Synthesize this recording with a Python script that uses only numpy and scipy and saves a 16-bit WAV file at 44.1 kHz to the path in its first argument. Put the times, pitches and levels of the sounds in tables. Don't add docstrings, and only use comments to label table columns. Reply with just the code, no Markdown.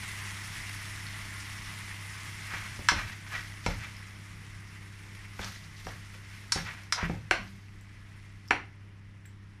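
import sys
import numpy as np
from scipy import signal
from scipy.fft import rfft, irfft, next_fast_len
from scipy.io import wavfile

SR = 44100
rng = np.random.default_rng(int(sys.argv[2]) if len(sys.argv) > 2 else 0)


def decibels_to_gain(level_db):
    exponent = np.asarray(level_db, float) / 20
    return 10 ** exponent


def store_wav(level_fs):
    pcm = np.round(np.clip(np.atleast_2d(level_fs), -1, 1) * 32767)
    wavfile.write(sys.argv[1], SR, pcm.T.astype(np.int16))


N = 423345

# (frequency [Hz], level [dB], t60 [s])
PAN_MODES = [(376, 12, 0.0354), (463, 5, 0.035), (750, 9.5, 0.038), (955, 8.5, 0.056), (1190, -36, 0.0078),
             (1310, 4, 0.018), (1565, 3, 0.011), (1680, 2.5, 0.017), (1920, -31, 0.048), (2150, -5, 0.042),
             (2330, 13, 0.054), (2610, 9, 0.061), (3020, -5.5, 0.0091), (3360, 1, 0.033)]


def sizzle():
    # (time [s], level [dB])
    frying_vigour = [(0.0, -42.5), (2.46, -45.5), (2.57, -45.5), (2.99, -47), (3.07, -51), (3.5, -49.5),
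                     (3.87, -51), (4.49, -52.5), (5.37, -52.5), (5.61, -53.5), (6.71, -53), (6.98, -57.5),
                     (7.14, -58), (7.33, -57.5), (7.56, -61), (8.18, -58), (8.85, -64.5), (9.6, -64)]
    # (frequency [Hz], density [dB per Hz])
    bubble_colour = [(310, -19), (520, -28.5), (653, -12.5), (711, -17), (867, -10), (1100, -6), (1430, -6),
                     (2030, -2), (2480, -6), (4080, -11.5), (5570, -11.5), (8420, -16.5), (9560, -13),
                     (15500, -31.5)]
    # (frequency [Hz], t60 [s], level [dB])
    bowl_air = [
        (2020, 0.0045, -4.5),
        (5440, 0.0079, -6),
        (9600, 0.0058, -14),
    ]
    top_follows = 1.365
    patchy_db, shared_db = 1.3, 0.5

    level_db, = in_time(frying_vigour)
    bursts = grains(7000 * decibels_to_gain(2.0 * drift(40)), 3.5)
    bursts = rms_one(bursts + 1.1 * rng.standard_normal(N))
    bursts = bursts + 3.2 * np.diff(grains(60, 1.2), prepend=0)
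    bursts = bursts + sum(decibels_to_gain(gain_db) * resonance(bursts, hz, t60) for hz, t60, gain_db in bowl_air)

    together_db = shared_db * drift(12)
    out = 0
    for hz, band in bands(bursts, bubble_colour, 235, count=13):
        share = np.clip(np.log2(hz / 2000) / 2.6, 0, 1.3)
        change_db = (1 + share * (top_follows - 1)) * (level_db - level_db[0])
        out = out + band * decibels_to_gain(change_db + together_db + patchy_db * drift(24.5))
    first_second_rms = np.sqrt(np.mean(out[:SR] ** 2))
    return out * decibels_to_gain(level_db[0] - 0.11) / first_second_rms


def scrapes():
    # (loudest moment [s], length [s], peak level [dB], brightness [dB], centre [Hz])
    strokes = [(2.538, 0.16, -39, -11.5, 1850), (2.695, 0.34, -53.5, -18, 1950),
               (2.996, .1, -36.5, -13, 1720), (3.114, 0.069, -46, -11, 2040),
               (3.352, 0.11, -36.5, -11, 1740), (3.268, 0.021, -45, -18, 1880),
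               (3.652, 0.033, -60, 3, 1920), (3.715, 0.11, -46.5, -6, 1800), (3.843, 0.1, -43, -16, 2000),
               (5.152, 0.01, -48, -7, 1960), (5.252, 0.027, -50.5, -16, 2050),
               (5.45, 0.14, -45.5, -3, 1500), (5.8, 0.074, -59, 4.5, 1950), (5.918, 0.13, -52, -5.5, 1660),
               (6.152, 0.035, -50, -8, 1910), (6.332, 0.12, -53, -4.5, 2000), (6.584, .08, -40, -8.5, 1670),
               (6.693, 0.085, -40.5, -20, 1890), (6.79, 0.17, -55.5, -12, 1800),
               (7.055, 0.067, -41, -15, 1890), (7.154, 0.085, -60.5, -6.5, 1500),
               (7.445, 0.22, -58, -3.5, 1690)]
    # (loudest moment [s], length [s], peak level [dB], brightness [dB], centre [Hz])
    wall_slide = (7, 0.09, -34, -24, 1200)
    stroke_climb, slide_climb = 1.4, 9.3
    rise_share, fall_db = 0.52, 18.5
    rasp_lingers = 0.54

    t = np.arange(N) / SR
    level, bright, pitch = np.full(N, 1e-9), np.zeros(N), np.full(N, 1.7e-6)
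    moves = [(*row, stroke_climb) for row in strokes] + [(*wall_slide, slide_climb)]
    for s, length_s, peak_db, bright_db, hz, climb in moves:
        late = (t - s) / length_s
        loss_db = fall_db * np.where(late < 0, (late / rise_share) ** 2, late)
        push = decibels_to_gain(peak_db - np.minimum(loss_db, 150))
        level += push
        bright += push * decibels_to_gain(bright_db + rasp_lingers * np.minimum(loss_db, 30))
        pitch += push * hz * 2 ** (climb * np.clip(t - s, -length_s, 2 * length_s))
    centre_hz = pitch / level

    slips = [grains(3000 * decibels_to_gain(3.7 * drift(30)), 2.0) for _ in range(2)]
    body = 0
    for k, (hz, _, t60) in enumerate(PAN_MODES[2:14]):
        answer = rms_one(resonance(slips[k % 2], hz, 0.6 * t60))
        body = body + answer * decibels_to_gain(-24.0 * np.log2(hz / centre_hz) ** 2)
    body = rms_one(band_pass(body, 415.6, 2660))
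    rasp = rms_one(band_pass(slips[0], 2760, 6400) + 0.27 * band_pass(slips[1], 4700, 13000))
    return level * body + bright * rasp


def knocks():
    # (time [s], peak level [dB], loudest ring [Hz], low level [dB], rim level [dB])
    bottom_hits = [(2.5366, -31, 1750, -20.5, -15), (2.7917, -38.5, 1910, -1.5, -14),
                   (2.9178, -20.5, 1310, -12.5, -18), (3.6632, -17, 2150, -10, -6),
                   (5.3928, -27, 1580, -12, -27), (5.8679, -30.5, 1080, -6, -10),
                   (6.149, -47.5, 2200, -5, -12), (6.559, -30, 1000, -3.5, -6),
                   (7.028, -28, 1840, -10, -30), (7.097, -31, 960, -2, -23), (7.311, -8, 1600, -23.5, -9.5),
                   (8.5082, -7.5, 1720, -21, -16)]
    # (time [s], peak level [dB], loudest ring [Hz], ring level [dB], rim level [dB])
    rim_hits = [
        (2.8873, -8.5, 1500, 9, -2),
        (5.4453, -41, 2100, 0, 14),
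        (6.5215, -18.5, 1780, -3, 9),
        (6.9242, -16.5, 1360, 5, 4.5),
    ]
    top_db, top_per_rim = -11, 0.73
    knock_ring_db, knock_echo_db, clack_echo_db = 0.5, -8, 2
    wall_s, wall_db = 0.0052, -15

    hits = []
    for s, peak_db, ring_hz, low_db, rim_db in bottom_hits:
        high_db = top_db + top_per_rim * rim_db
        colour = [(420, low_db), (780, 0.37 * low_db - 2.5), (1250, -2.5), (2500, -0.3 * low_db - 8.5),
                  (3300, 0.61 * rim_db - 5.5), (5300, rim_db), (10000, high_db), (13000, high_db - 16)]
        hits.append((s, decibels_to_gain(peak_db) * blow(colour, ring_hz, knock_ring_db), knock_echo_db))
    for s, peak_db, ring_hz, ring_db, rim_db in rim_hits:
        high_db = top_db + top_per_rim * rim_db
        colour = [(420, -46), (780, -23), (1150, -3.5), (1750, -2), (2500, -5.5), (3300, -5),
                  (4500, rim_db - 3), (5700, rim_db), (10000, high_db), (13000, high_db - 13)]
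        hits.append((s, decibels_to_gain(peak_db) * blow(colour, ring_hz, ring_db), clack_echo_db))

    out, room = np.zeros(N), np.zeros(N)
    for s, piece, echo_db in hits:
        start = s - 0.0016
        add(out, start, decibels_to_gain(-6.5) * piece)
        add(out, start + wall_s, decibels_to_gain(-5.0 + echo_db + wall_db) * piece)
        add(room, start, decibels_to_gain(-6.5) * kitchen(piece))
    return out, room


def blow(colour, ring_hz, ring_db):
    # (low edge [Hz], high edge [Hz], t60 [s])
    crack_bands = [(283, 564, 0.018), (601, 904, 0.017), (926, 1614, 0.0093), (1500, 2160, 0.016),
                   (2100, 2756, 0.0064), (3020, 3650, 0.0037), (4030, 4917, 0.028), (4730, 6050, 0.031),
                   (6600, 9660, 0.027), (8600, 11000, 0.0064), (11200, 15000, 0.006)]
    t = np.arange(SR // 8) / SR
    rattle = 0.2 * rng.standard_normal(len(t)) * np.minimum(t / 0.0012, 1)
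    piece = np.zeros(len(t))
    for low_hz, high_hz, t60 in crack_bands:
        force = rattle * decibels_to_gain(-60 * t / t60)
        force[round(0.000935 * SR)] += 1
        crack = band_pass(force, low_hz, high_hz)
        piece += crack / np.abs(crack).max() * decibels_to_gain(at_hz(colour, np.sqrt(low_hz * high_hz)))
    return piece + decibels_to_gain(ring_db) * resonance(piece, ring_hz, 0.0079)


def pan_modes(blows):
    # (frequency [Hz], level [dB], t60 [s])
    rim_modes = [(4440, 3, 0.022), (5300, -22, 0.041), (5010, 9.5, 0.033), (5600, 9, .025),
                 (5750, -3, 0.035), (7500, 6, 0.0042)]
    return sum(resonance(blows, hz, 0.93 * t60) * decibels_to_gain(mode_db - 3.0)
               for hz, mode_db, t60 in PAN_MODES + rim_modes)


def thuds():
    # (time [s], peak level [dB], frequency [Hz], t60 [s], boom of the hob [dB])
    rocks = [(2.539, -32, 153, 0.11, -10), (2.792, -38, 201, 0.13, -1.5), (2.919, -26, 153, 0.099, -12),
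             (2.962, -30.5, 200, 0.11, -3), (3.665, -15, 153, 0.037, -20), (3.686, -21, 140, 0.065, -8.5),
             (5.395, -32.5, 194, 0.28, -8.5), (5.864, -34, 160, 0.16, -8), (6.157, -48, 144, 0.12, -25),
             (6.56, -25.5, 159, 0.13, -12), (6.581, -27.5, 168, 0.2, -31), (7.031, -21, 164, 0.22, -11),
             (7.0988, -16.5, 154, 0.081, -17.5), (7.116, -28, 156, 0.086, -7),
             (7.312, -22, 364, 0.053, -20), (7.396, -34.5, 193.6, 0.55, -9),
             (8.508, -18, 304, 0.032, -25.5)]
    # (frequency [Hz], level [dB], t60 [s])
    hob_modes = [
        (39.3, -4.5, 0.33),
        (73, 0.5, 0.1),
        (110.7, -4, 0.18),
    ]
    t = np.arange(SR // 2) / SR
    push = np.sin(np.pi * np.minimum(t / 0.0012, 1)) ** 2
    push /= push.sum()
    boom = sum(ring(push, hz, t60) * decibels_to_gain(mode_db + 9.5) for hz, mode_db, t60 in hob_modes)
    out = np.zeros(N)
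    for s, peak_db, hz, t60, boom_db in rocks:
        bottom = ring(push, hz, t60) + 0.33 * ring(push, 1.193 * hz, 0.64 * t60)
        thud = resonance(bottom, hz, 0.0034) + decibels_to_gain(boom_db) * boom
        add(out, s - 0.002, decibels_to_gain(peak_db - 4.5) * thud)
    return signal.sosfilt(signal.butter(2, 32, "high", fs=SR, output="sos"), out)


def spits():
    # (time [s], peak level [dB], frequency [Hz], t60 [s], snap share [ratio])
    droplets = [(1.068, -32.5, 4300, 0.0068, 0.37), (3.968, -41, 5240, 0.0043, 0.52),
                (5.417, -34, 3380, 0.011, 0.31), (6.836, -44, 5600, 0.0071, 0.53),
                (7.479, -47.5, 4230, .02, .3), (7.812, -51, 7500, 0.0045, 0.93),
                (8.479, -47, 5240, 0.006, 0.97), (8.485, -42, 5400, 0.015, 0.18),
                (9.255, -44, 2010, 0.014, .1), (9.258, -49, 7700, 0.032, 0.89),
                (9.439, -67, 5900, 0.0042, .5)]
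    out, t = np.zeros(N), np.arange(SR // 10) / SR
    for s, peak_db, hz, t60, snap_share in droplets:
        noise = rng.standard_normal(len(t))
        tone = noise * decibels_to_gain(-60 * t / max(t60, 0.002))
        for _ in range(2):
            tone = resonance(tone, hz, 0.0023)
        snap = band_pass(noise * decibels_to_gain(-60 * t / 0.0028), 1.2 * hz, min(2.9 * hz, 14000))
        burst = tone / np.abs(tone).max() + snap_share * snap / np.abs(snap).max()
        add(out, s - 0.001, decibels_to_gain(peak_db) * burst)
    return out


def hood():
    # (multiple of twice the mains [count], multiple of rotor speed [count], level [dB rms])
    motor_lines = [(0, 1, -67.5), (1, -1, -64.5), (1, 0, -51.5), (1, 1, -91.5), (1, 2, -67.5),
                   (2, 0, -65.5), (2, 1, -76.5), (3, 0, -72.5), (3, 1, -78.5), (4, 0, -77.5)]
    # (frequency [Hz], density [dB per Hz])
    airflow = [(20, -0.5), (40, 3.5), (70, -7), (130, 0), (180, -5.5), (260, -13.5), (400, -20),
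               (700, -24.5), (1300, -21.5), (2700, -25.5), (4000, -36)]
    magnet_hz, rotor_hz, air_db = 99.84, 32.05, -57
    start_db, sag_db_per_s = 6, 0.59

    t = np.arange(N) / SR
    hum = 0
    for magnet, rotor, level_db in motor_lines:
        line_hz = round(magnet) * magnet_hz + round(rotor) * rotor_hz
        phase = 2 * np.pi * (line_hz * t + rng.random())
        hum = hum + np.sqrt(2) * decibels_to_gain(level_db + 0.79 * drift(4.7)) * np.sin(phase)
    air = sum(band * decibels_to_gain(1.8 * drift(5)) for _, band in bands(rng.standard_normal(N), airflow, 20, count=17))
    return (hum + decibels_to_gain(air_db) * rms_one(air)) * decibels_to_gain(start_db - sag_db_per_s * t)


def kitchen(x):
    # (frequency [Hz], t60 [s])
    room_t60 = [(100, 0.67), (500, 0.29), (2000, 0.32), (5000, 0.3), (12000, 0.17)]
    t = np.arange(SR // 2) / SR
    wall_colour = [(100, 10.5), (1500, 0), (5000, 0.0), (15000, 0.5)]  # Hz, dB
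    walls = bands(rng.standard_normal(SR // 2), wall_colour, 88.7, count=17)
    tail = sum(band * decibels_to_gain(-60 * t / at_hz(room_t60, hz)) for hz, band in walls)
    tail *= np.clip((t - 0.003) / 0.0017, 0, 1)
    tail *= decibels_to_gain(-8.0 * np.minimum(t / 0.26, 2) ** 4)
    return signal.fftconvolve(x, tail / np.sqrt(np.sum(tail ** 2)))[:N]


def rms_one(x):
    return x / np.sqrt(np.mean(x ** 2) + 1e-20)


def in_time(rows):
    s, *columns = np.transpose(rows)
    return [np.interp(np.arange(N) / SR, s, c) for c in columns]


def at_hz(points, hz):
    table_hz, values = np.array(points).T
    return np.interp(np.log(hz), np.log(table_hz), values)


def drift(rate):
    r = np.exp(-80 * np.pi * rate / SR)
    noise = rng.standard_normal(N // 40 + 2002)
    slow = signal.lfilter([1], [1, -2 * r, r * r], noise)[2000:]
    return np.interp(np.arange(N) / 40, np.arange(len(slow)), rms_one(slow))


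def grains(per_s, spread_db):
    sizes = decibels_to_gain(spread_db * np.minimum(rng.exponential(1, N), 6)) * rng.choice([-1, 1], N)
    return sizes * (rng.random(N) < per_s / SR)


def ring(clicks, hz, t60):
    r, w = decibels_to_gain(-60 / (max(t60, 0.002) * SR)), 2 * np.pi * hz / SR
    return signal.lfilter([0, np.sin(w)], [1, -2 * r * np.cos(w), r * r], clicks + 1e-18)


def resonance(x, hz, t60):
    r, w = decibels_to_gain(-60 / (max(t60, 0.002) * SR)), 2 * np.pi * hz / SR
    return signal.lfilter([(1 - r * r) / 2, 0, (r * r - 1) / 2], [1, -2 * r * np.cos(w), r * r], x + 1e-18)


def band_pass(x, low_hz, high_hz):
    return signal.sosfilt(signal.butter(3, [low_hz, high_hz], "band", fs=SR, output="sos"), x)


def bands(x, spectrum, low_hz, count):
    size = next_fast_len(len(x))
    hz = np.maximum(np.fft.rfftfreq(size, 1 / SR), 1)
    coloured = rfft(x, size) * decibels_to_gain(at_hz(spectrum, hz))
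    for k in range(count):
        away = np.clip(2 * np.log2(hz / low_hz) - k, -1, 1)
        yield low_hz * 2 ** (k / 2), irfft(coloured * np.cos(away * np.pi / 2) ** 2, size)[:len(x)]


def add(out, s, piece):
    at = round(s * SR)
    out[at:at + len(piece)] += piece[:N - at]


def scene():
    fat, dull, frying, fan = spits(), thuds() + scrapes(), sizzle(), hood()
    cracks, echoes = knocks()
    near = cracks + pan_modes(cracks) + fat + dull + frying
    far = echoes + kitchen(decibels_to_gain(-2) * fat + decibels_to_gain(-13.5) * dull + decibels_to_gain(-11.0) * frying)
    return (near + far + fan)[None]


def band_limit(x):
    return signal.sosfilt(signal.butter(12, 16390, fs=SR, output="sos"), x)


def record(dry):
    rounded = 0.8 * np.tanh(dry / 0.8)
    top_cut = signal.cheby2(10, 40, 15950, fs=SR, output="sos")
    return band_limit(signal.sosfilt(top_cut, rounded))


dry = scene()
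out = record(dry)
store_wav(out)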